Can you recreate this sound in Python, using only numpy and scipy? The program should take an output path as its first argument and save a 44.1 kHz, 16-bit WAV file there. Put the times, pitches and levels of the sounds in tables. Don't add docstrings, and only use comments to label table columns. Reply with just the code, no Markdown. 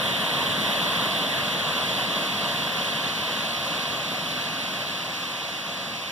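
import sys
import numpy as np
from scipy import signal
from scipy.io import wavfile
from scipy.ndimage import uniform_filter1d

SR = 44100
rng = np.random.default_rng(int(sys.argv[2]) if len(sys.argv) > 2 else 0)


def generate_wav(signal):
    frames = np.transpose(np.atleast_2d(signal))
    scaled = np.clip(frames, -1, 1) * 32767
    pcm = np.round(scaled).astype(np.int16)
    wavfile.write(sys.argv[1], SR, pcm)


N = 269451
FRAME, HOP = 2048, 512
HZ = np.fft.rfftfreq(FRAME, 1 / SR)
TIMES = np.arange(N // HOP + 2) * HOP / SR
PLUNGE_TO_RUSH_HZ, RUSH_TO_SPRAY_HZ = (248, 500), (4240, 6850)

# (frequency [Hz], level [dB per Hz])
ROAR_SPECTRUM = [(20, -96), (42, -101), (72, -77), (160, -61), (600, -62), (1050, -60.5), (1380, -64.5),
                 (1650, -63.5), (2450, -62.5), (3000, -59.5), (3380, -57.5), (3900, -62.5), (4400, -70.3),
                 (5000, -75.6), (6800, -79.5), (7900, -81.5), (9200, -79.5), (10200, -78), (12000, -81),
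                 (15000, -87.5)]
def waterfall():
    layers_db = plunge() + sheets() + clumps() + spray()
    return gain_of(over_hz(ROAR_SPECTRUM) + layers_db + flow())


def plunge():
    return (1 - crossover(*PLUNGE_TO_RUSH_HZ)) * fade(turned_db=-9, hold=2.3)


def sheets():
    band = crossover(*PLUNGE_TO_RUSH_HZ) - crossover(*RUSH_TO_SPRAY_HZ)
    return band * fade(turned_db=-9, hold=2.11)


def clumps(depth_db=0.87):
    return depth_db * (1 - crossover(1800, 2800)) * patches(frames=6, bins=24)


def spray(flicker_db=1.4):
    flicker = flicker_db * patches(frames=4, bins=20)
    return crossover(*RUSH_TO_SPRAY_HZ) * (fade(turned_db=-4.5, hold=3) + flicker)


def flow(surge_s=0.79, surge_width_s=0.37, surge_db=0.6, waver_db=0.25):
    rates_hz = np.geomspace(2, 14, 20)
    waver = sum(np.sin(2 * np.pi * (hz * TIMES + rng.random())) / np.sqrt(hz) for hz in rates_hz)
    surge = np.exp(-((TIMES - surge_s) / surge_width_s) ** 2)
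    return (surge_db * surge + waver_db * waver / waver.std())[:, None]


def splashes():
    real, imaginary = rng.standard_normal((2, len(TIMES), len(HZ)))
    return real + 1j * imaginary


def ground_reflection(mid_turn_delay_s=0.002074, strength=0.42, grass_cutoff_hz=1480, phase_rad=1.27):
    bounce = strength * np.exp(-(HZ / grass_cutoff_hz) ** 3)
    delay_s = mid_turn_delay_s * (1 - 0.063 * (turn() - .5))
    return abs(1 - bounce * np.exp(-1j * (2 * np.pi * HZ * delay_s + phase_rad)))


# (time [s], turn [0-1])
TURN_CURVE = [(0, 0), (.6, 0.15), (2.6, 0.47), (6.11, 1)]
def turn():
    return np.interp(TIMES, *np.transpose(TURN_CURVE))[:, None]


def fade(turned_db, hold):
    return turned_db * turn() ** hold


# (frequency [Hz], coherence [0-1])
PORT_COHERENCE = [(45, 0.5), (90, 0.92), (170, 0.96), (300, 0.95), (385, 0.62), (460, 0.88), (620, 1),
                  (840, 0.9), (1000, 1), (1200, 1), (1400, 0.9), (2200, 0.99), (3300, 0.95), (4450, 1),
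                  (5000, 0.88), (5550, 0.9), (6150, 0.8), (6700, 0.8), (8700, 0.85), (10600, 0.7),
                  (12000, 0.2), (15000, 0.4)]
# (frequency [Hz], phase [rad])
LEFT_LAG = [(100, 0), (340, 0.6), (420, -0.6), (600, 0), (800, 0.3), (900, -0.15), (1200, 0), (1650, 0.9),
            (1900, 1.85), (2190, 3.14), (3320, 6.28), (4420, 9.42), (6660, 15.7), (8730, 22), (10650, 28.3),
            (12700, 34.6), (13200, 36.9), (13750, 37.7), (14350, 40.8), (15200, 44)]
# (frequency [Hz], share [0-1])
REVERSED_LAG_SHARE = [(1400, 0.24), (1900, 0.17), (2700, 0.1), (3900, 0.1), (5000, 0.24), (7300, 0.2),
                      (8300, 0.35), (10000, 0.06), (13000, 0.3)]
def stereo_splashes(narrowing=1.2, diffuse_loss=0.95):
    past_mid_turn = turn() - .5
    body = 1 - crossover(1400, 1940)
    lag = np.interp(HZ, *np.transpose(LEFT_LAG)) * (1 - narrowing * body * past_mid_turn)
    diffuse = np.clip((1 - over_hz(PORT_COHERENCE)) * (1 - diffuse_loss * past_mid_turn), 0, 1)
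    flipped = over_hz(REVERSED_LAG_SHARE)
    shared = (1 - diffuse) * ((1 - flipped) * np.exp(-1j * lag) + flipped * np.exp(1j * lag))
    right = splashes()
    left = shared * right + np.sqrt(np.maximum(1 - abs(shared) ** 2, 0)) * splashes()
    return left, right


# (frequency [Hz], left over right [dB])
PORT_BALANCE = [(60, 0), (200, 2.6), (300, -2.5), (385, -4.5), (470, 0.5), (620, 1.2), (750, -1.5),
                (850, -0.5), (1000, 0), (1350, 0.5), (2400, 1), (3300, -1.1), (3950, -2), (4450, -0.7),
                (6000, 0.8), (9400, 2), (11500, 0.7), (14000, 0.5)]
def pan(left, right, facing_db=2.1, shade_db=-8.0, bass_swing_db=3):
    shadow_db = (facing_db + shade_db * turn() ** 2) * bell(centre_hz=1770, width_hz=230)
    bass_db = bass_swing_db * (1 - crossover(300, 900)) * (turn() - .5)
    ratio = gain_of(over_hz(PORT_BALANCE) + shadow_db + bass_db)
    return np.array([ratio * left, right]) * np.sqrt(2 / (1 + ratio ** 2))


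# (frequency [Hz], gain [dB])
OFF_AXIS_EQ = [(60, 0), (200, -1.0), (600, -0.2), (1100, 1.85), (1400, 2.5), (1900, 0.4), (2300, 4.5),
               (2700, 2.5), (3350, -0.8), (3900, -1), (4500, 8), (5700, 5.5), (7200, 0.1), (9000, -4),
               (15000, -4.6)]
def off_axis_tone():
    return gain_of(turn() * over_hz(OFF_AXIS_EQ))


def body_notch(start_hz=2515, glide_hz=740, depth_db=-3.0):
    return gain_of(depth_db * bell(start_hz - glide_hz * turn() ** 2, width_hz=380))


def hiss_peak(start_hz=4750, glide_hz=1150, boost_db=1.64):
    return gain_of(boost_db * bell(start_hz - glide_hz * turn() ** 2, width_hz=380))


def gain_of(db):
    return 10 ** (db / 20)


def over_hz(points):
    hz, value = np.transpose(points)
    return np.interp(np.log(HZ + 1), np.log(hz + 1), value)


def crossover(low_hz, high_hz):
    return over_hz([(low_hz, 0), (high_hz, 1)])


def bell(centre_hz, width_hz):
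    return np.exp(-((HZ - centre_hz) / width_hz) ** 2)


def patches(frames, bins):
    grain = rng.standard_normal((len(TIMES), len(HZ)))
    grain = uniform_filter1d(grain, frames, axis=0)
    grain = uniform_filter1d(grain, bins, axis=1)
    return grain / grain.std()


def scene():
    roar = waterfall() * ground_reflection()
    left, right = stereo_splashes()
    ports = pan(left * body_notch(), right)
    spectra = (ports * roar * hiss_peak() * off_axis_tone()).swapaxes(1, 2)
    _, stereo = signal.istft(spectra, SR, nperseg=FRAME, noverlap=FRAME - HOP, scaling="psd")
    return stereo[:, :N]


def record(dry, cutoff_hz=15550):
    low_pass = signal.firwin(1023, cutoff_hz, window=("kaiser", 9), fs=SR)
    return signal.oaconvolve(dry, low_pass[None], "same", axes=1)


dry = scene()
out = record(dry)
generate_wav(out)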